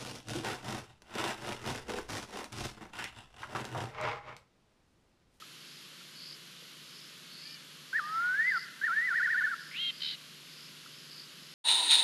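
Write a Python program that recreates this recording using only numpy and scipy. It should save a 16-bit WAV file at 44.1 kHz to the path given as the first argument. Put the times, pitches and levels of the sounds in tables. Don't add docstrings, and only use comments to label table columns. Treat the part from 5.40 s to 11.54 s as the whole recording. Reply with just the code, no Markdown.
import sys
import numpy as np
from scipy import signal
from scipy.fft import rfft, irfft
from scipy.io import wavfile
from scipy.ndimage import uniform_filter1d

SR = 44100
rng = np.random.default_rng(int(sys.argv[2]) if len(sys.argv) > 2 else 0)


def store_pcm(level_fs):
    pcm = np.round(np.clip(level_fs, -1, 1) * 32767).astype(np.int16)
    wavfile.write(sys.argv[1], SR, np.atleast_2d(pcm).T)


N = 270774
TIME = np.arange(N) / SR

# frequency in Hz, relative density in dB.
AIR_SPECTRUM = [(30, -48), (55, -46), (75, -24), (100, -19.5), (128, -6), (170, 1), (250, -4.5),
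                (400, -7.5), (600, -11), (800, -18.5), (1100, -8), (1500, -5.5), (2200, -8), (3000, -23)]
INSECT_SPECTRUM = [(1500, -22), (2200, -6.5), (2700, 0), (3100, 2), (3800, 0), (4400, 0.5), (5200, -4.5),
                   (6000, -7), (7000, -8.5), (8000, -14), (9500, -14.5), (11000, -10), (12200, -11)]
# multiple of its turning rate, relative level in dB.
MOTOR_HARMONICS = [(3, -92), (5, -80), (6, -67.5), (7, -75), (9, -87), (10, -77), (11, -79), (12, -92),
                   (13, -85), (14, -76.5), (15, -81), (18, -86)]
# time of the crest in seconds, level in dB.
BUZZ_SWELLS = [(.36, -59.5), (.905, -49.5), (1.59, -56), (2.115, -49), (2.70, -57), (3.21, -49.6),
               (3.82, -59.5), (4.25, -56), (4.66, -50), (5.22, -55.5), (5.55, -58.5), (5.80, -51.2),
               (6.07, -59.5)]
SWELL_RANGE_DB, SWELL_FALL_S, SWELL_HZ, SWELL_RATTLE = (-56, -50), (.095, .039), (4980, 4800), (.2, .44)
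# start in seconds, length in seconds, opening pitch in Hz, relative level in dB.
LEAD_IN_NOTES = [(.74, .20, 4400, -56.5), (1.91, .15, 4360, -55.5)]
# start in seconds, level in dB, pitch in Hz, time to decay by 60 dB in seconds.
WATER_PLOPS = [(.022, -36, 1283, 0.036), (.61, -46, 1380, .04), (1.224, -42.5, 490, 0.022),
               (3.94, -39, 4600, .025), (5.461, -33, 1340, 0.015)]
# delay in seconds, gain before filtering in dB.
BANK_ECHOES = [(.09, -21.5), (.145, -24.5)]

# start and length in seconds, opening and top pitch in Hz,
# level in dB, closing sag as a share of the pitch.
DISTANT_CALL = (1.985, .193, 510, 598, -56.6, .09)
SQUAWK_CALL = (4.312, .197, 685, 1072, -34.2, .06)
# multiple of the pitch, relative level in dB.
DISTANT_HARMONICS = [(3, -7.5), (4, -4.5), (5, -5)]
SQUAWK_OVERTONES = [(1.31, -29), (2, -16), (2.34, -24), (2.62, -12), (3, -.5), (3.38, -17), (3.62, -12.5),
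                    (3.9, -20), (4, -19)]
RASP_HARMONICS = [(2, -18), (3, -2.5), (4, -9.5)]
# centre in Hz, width in Hz, relative level in dB.
THROAT_MODES = [(1624, 360, -19.5), (2280, 550, -14), (3120, 820, -5.5), (3830, 330, -0.5), (4130, 150, -5),
                (4570, 600, -5)]

# start in seconds, opening and low pitch
# in Hz, knee in seconds and Hz, crest in seconds and Hz, closing pitch in Hz, base level in dB.
WHISTLE_PHRASES = [(2.530, 1490, 1172, 2.938, 1530, 3.079, 2060, 1305, -30.2),
                   (3.414, 1555, 1330, 3.560, 1720, 3.648, 2020, 1365, -30.8)]
# time of the top in seconds, top pitch in Hz, base level in dB.
WARBLE_NOTES = [(3.772, 1920, -29.8), (3.845, 1918, -29.8), (3.918, 1895, -30.2), (3.988, 1820, -30),
                (4.048, 1780, -30.6), (4.101, 1660, -32.3)]
# pitch in Hz, gain in dB.
WHISTLE_CARRY = [(1200, -11.5), (1265, -8.5), (1355, .3), (1410, -.8), (1470, .3), (1620, -1), (1765, 3.2),
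                 (1900, .6), (2015, -.3), (2060, 4)]


def from_db(db):
    return 10 ** (np.asarray(db) / 20)


def rms_one(x):
    return x / np.sqrt(np.mean(x ** 2) + 1e-20)


def ramp(start_s, length_s):
    return np.clip((TIME - start_s) / length_s, 0, 1)


def gate(start_s, end_s, edge_s):
    return ramp(start_s - edge_s / 2, edge_s) - ramp(end_s - edge_s / 2, edge_s)


def phase_of(hz):
    return 2 * np.pi * np.cumsum(hz) / SR


def shaped_noise(gain_at):
    hz = np.arange(N // 2 + 1) * SR / N + 1e-3
    return rms_one(irfft(rfft(rng.standard_normal(N)) * gain_at(hz), N))


def coloured_noise(points):
    at, db = np.transpose(points)
    return shaped_noise(lambda hz: from_db(np.interp(np.log(hz), np.log(at), db)))


def resonant_noise(centre_hz, width_hz):
    return shaped_noise(lambda hz: 1 / (1 + ((hz - centre_hz) / width_hz * 2) ** 2))


def noise_around(phase, width_hz):
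    def skirt(hz):
        return 1 / np.sqrt(1 + (2 * hz / width_hz) ** 6)
    return shaped_noise(skirt) * np.sin(phase) + shaped_noise(skirt) * np.cos(phase)


def drift(rate_hz):
    return shaped_noise(lambda hz: 1 / (1 + (hz / rate_hz) ** 2))


def motor_hum(turning_hz, gain_db, waver_db):
    return np.sqrt(2) * sum(from_db(db + gain_db + waver_db * drift(3.9))
                            * np.sin(2 * np.pi * (k * turning_hz * TIME + rng.random()))
                            for k, db in MOTOR_HARMONICS)


def insect_buzz(stroke_hz, rise_s, climb_hz_per_s, width_hz):
    crest_s, db = np.array(BUZZ_SWELLS).T[:, :, None]
    fall_s, centre_hz, depth = (np.interp(db, SWELL_RANGE_DB, pair)
                                for pair in (SWELL_FALL_S, SWELL_HZ, SWELL_RATTLE))
    age = TIME - crest_s
    taper = np.where(age < 0, 2 * (age / rise_s) ** 2, (age / fall_s) ** 4)
    power = from_db(db) ** 2 * np.exp(-taper) + 1e-18
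    share = power / power.sum(0)
    hz = (share * (centre_hz + climb_hz_per_s * age)).sum(0)
    chop = np.tanh(2 * np.sin(phase_of(stroke_hz * (1 + .077 * drift(18.6)))))
    rattle = rms_one(1 + (share * depth).sum(0) * chop)
    return np.sqrt(power.sum(0)) * rattle * noise_around(phase_of(hz), width_hz)


def lead_ins(gain_db, climb_hz_per_s):
    out = np.zeros(N)
    for start, length, opening_hz, db in LEAD_IN_NOTES:
        hz = opening_hz + climb_hz_per_s * length * ramp(start, length)
        level = gate(start, start + length, edge_s=.03) * from_db(db + gain_db)
        out += level * whistle(hz, jitter=.0071, flutter_db=1, noise_db=-2)
    return out


def plops(attack_s):
    out = np.zeros(N)
    for start, db, hz, t60 in WATER_PLOPS:
        age = np.maximum(TIME - start, 0)
        level = from_db(db - 60 * age / t60) * (1 - np.exp(-age / attack_s))
        out += level * np.sin(2 * np.pi * hz * age)
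    return out


def scrub_echoes(x, near_db, near_t60, far_db, far_t60):
    age = TIME[:int(1.5 * SR)]
    response = np.zeros(len(age))
    for db, t60, onset_s in [(near_db, near_t60, .002), (far_db, far_t60, .04)]:
        scatter = rng.standard_normal(len(age)) * from_db(-60 * age / t60) * (1 - np.exp(-age / onset_s))
        response += from_db(db) * scatter / np.linalg.norm(scatter)
    for delay, db in BANK_ECHOES:
        response[int(delay * SR)] += from_db(db)
    band = signal.butter(2, [1300, 2700], "band", fs=SR, output="sos")
    return signal.fftconvolve(x, signal.sosfilt(band, response))[:N]


def ground_notch(x, notch_hz, width_hz, depth):
    b, a = signal.iirnotch(notch_hz, notch_hz / width_hz, fs=SR)
    return x + depth * (signal.lfilter(b, a, x) - x)


def reed(hz, partials, jitter, rough):
    phase = phase_of(hz * (1 + jitter * drift(253)))
    return np.sqrt(2) * sum(from_db(db) * np.sin(k * phase + rng.uniform(0, 2 * np.pi))
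                            * (1 + rough * drift(200)) for k, db in partials)


def nasal_call(call, partials, jitter, rough, swell_db, hoarseness, scoop_s=.059, sag_s=.032):
    start, length, opening_hz, top_hz, db, sag_share = call
    effort = 1 - np.exp(-(np.clip(TIME - start, 0, length) / scoop_s) ** 2.5)
    sag = ramp(start + length - sag_s, sag_s) ** 2
    hz = (opening_hz + (top_hz - opening_hz) * effort) * (1 - sag_share * sag)
    hoarse = np.clip(hoarseness * (1 - effort ** 4 + sag ** 2), 0, 1)
    phase = phase_of(hz)
    air = noise_around(phase * 3, width_hz=270) + from_db(2) * noise_around(phase * 3.6, width_hz=1300)
    puffs = rms_one(air * (1 + np.cos(phase / 3)))
    voice = np.sqrt(1 - hoarse ** 2) * reed(hz, partials, jitter, rough) + hoarse * puffs
    level = from_db(db - swell_db * (1 - effort ** 1.3))
    return gate(start, start + length, edge_s=.005) * level * voice


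def throat_noise():
    return rms_one(sum(from_db(db) * resonant_noise(hz, width) for hz, width, db in THROAT_MODES))


def rasp(start_s, length_s, hz, db, voice_db, air_db):
    attack_s, fade_db_per_s, release_s, release_db, sag_share = .021, 45, .036, 6, .08
    pulse_hz, quicken_hz_per_s, merge_s = 66, 150, .07
    end_s = start_s + length_s
    age = np.clip(TIME - start_s, 0, length_s)
    release = ramp(end_s - release_s, release_s)
    depth = 1 / (1 + (age / merge_s) ** 2)
    pulse_phase = 2 * np.pi * age * (pulse_hz + quicken_hz_per_s * age / 2)
    pulses = 1 - depth * (.5 + .5 * np.cos(pulse_phase))
    level = ramp(start_s, attack_s) * from_db(db - fade_db_per_s * age - release_db * release)
    voice = reed(hz * (1 - sag_share * release), RASP_HARMONICS, jitter=.011, rough=.34)
    source = from_db(air_db) * throat_noise() + from_db(voice_db) * voice
    return gate(start_s, end_s, edge_s=.004) * pulses * level * source


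def whistle(hz, jitter, flutter_db, noise_db, hiss=0):
    phase = phase_of(hz * (1 + jitter * drift(199)))
    tone = np.sqrt(2) * np.sin(phase) + from_db(noise_db) * noise_around(phase, width_hz=930)
    return from_db(flutter_db * drift(120)) * (tone + hiss)


def phrase_turns(phrase):
    start, opening, low, knee_s, knee, crest_s, crest, closing, db = phrase
    flick_hz, flick_s, drop_s, settle_s = 1945, .048, .023, .020
    hold_s, fall_s, close_s = .021, .028, .053
    drop_left, fall_left = .11, .45
    dropped_s, fallen_s = start + flick_s + drop_s, crest_s + hold_s + fall_s
    flick = [(start, opening), (start + flick_s, flick_hz)]
    drop = [(dropped_s, low + drop_left * (flick_hz - low)), (dropped_s + settle_s, low)]
    climb = [(knee_s, knee), (crest_s, crest), (crest_s + hold_s, crest)]
    fall = [(fallen_s, closing + fall_left * (crest - closing)), (fallen_s + close_s, closing)]
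    return [(s, hz, db) for s, hz in flick + drop + climb + fall]


def with_warble(turns, lead_s, hold_s, between_hz):
    slide_s, last_hz, last_db = .043, 1330, -34
    tops_s = np.array(WARBLE_NOTES)[:, 0]
    closing_hz = turns[-1][1]
    midpoints_s = (tops_s[:-1] + tops_s[1:]) / 2
    dips = [(tops_s[0] - lead_s, closing_hz)] + [(s, between_hz) for s in midpoints_s]
    notes = []
    for (dip_s, dip_hz), (top_s, top_hz, db) in zip(dips, WARBLE_NOTES):
        notes += [(dip_s - hold_s / 4, dip_hz, db), (dip_s + hold_s / 4, dip_hz, db)]
        notes += [(top_s - hold_s / 2, top_hz, db), (top_s + hold_s / 2, top_hz, db)]
    slide = [(tops_s[-1] + slide_s / 2, between_hz, last_db), (tops_s[-1] + slide_s, last_hz, last_db)]
    return turns[:-1] + notes + slide


def song(turns, jitter, flutter_db, noise_db, hiss):
    slur_s, soft_start_s, soft_start_db = .012, .025, 3.5
    waver_share, waver_db, waver_hz = .004, .5, 16
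    times, hz, db = np.transpose(turns)
    pitch = uniform_filter1d(np.interp(TIME, times, hz), int(slur_s * SR))
    pitch *= 1 + waver_share * drift(waver_hz)
    carry_db = np.interp(pitch, *np.transpose(WHISTLE_CARRY))
    level_db = np.interp(TIME, times, db) + carry_db + waver_db * drift(waver_hz)
    level_db -= soft_start_db * (1 - ramp(times[0], soft_start_s))
    extra_noise_db = .012 * np.maximum(1650 - pitch, 0)
    tone = whistle(pitch, jitter, flutter_db, noise_db + extra_noise_db, hiss)
    return gate(times[0], times[-1], edge_s=.003) * from_db(level_db) * tone


def scene():
    hiss = from_db(-21) * coloured_noise(
        [(1100, -48), (1450, -2), (1800, 1), (2250, -2.5), (2450, -18), (3200, -45)])
    first, second = (phrase_turns(phrase) for phrase in WHISTLE_PHRASES)
    long_rise = song(first, jitter=.0024, flutter_db=.54, noise_db=-25, hiss=hiss)
    warble = song(with_warble(second, lead_s=.040, hold_s=.014, between_hz=1420),
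                  jitter=.003, flutter_db=1.2, noise_db=-26, hiss=from_db(2) * hiss)
    squawk = nasal_call(SQUAWK_CALL, SQUAWK_OVERTONES,
                        jitter=.00706, rough=.24, swell_db=12.5, hoarseness=.62)
    harsh = squawk + rasp(start_s=4.6, length_s=.157, hz=1028, db=-31.2, voice_db=-4.5, air_db=-1.8)
    far = nasal_call(DISTANT_CALL, DISTANT_HARMONICS, jitter=.005, rough=.35, swell_db=5, hoarseness=.1)
    direct = (ground_notch(long_rise, notch_hz=1655, width_hz=68, depth=.5)
              + ground_notch(warble, notch_hz=1668, width_hz=72, depth=.82)
              + harsh + far + plops(attack_s=.0014))
    echoes = scrub_echoes(long_rise + warble + harsh + far,
                          near_db=-17, near_t60=.069, far_db=-17.2, far_t60=1.1)
    insects = (from_db(-52) * coloured_noise(INSECT_SPECTRUM)
               + insect_buzz(stroke_hz=56, rise_s=.145, climb_hz_per_s=650, width_hz=760)
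               + lead_ins(gain_db=-2.5, climb_hz_per_s=600))
    air = from_db(-58) * coloured_noise(AIR_SPECTRUM)
    hum = motor_hum(turning_hz=25, gain_db=-1, waver_db=1.6)
    return (direct + echoes + insects + air + hum)[None]


def record(dry):
    thinned = signal.sosfilt(signal.butter(3, 52, "high", fs=SR, output="sos"), dry)
    return signal.sosfilt(signal.ellip(12, .2, 70, 12300, fs=SR, output="sos"), thinned)


dry = scene()
out = record(dry)
store_pcm(out)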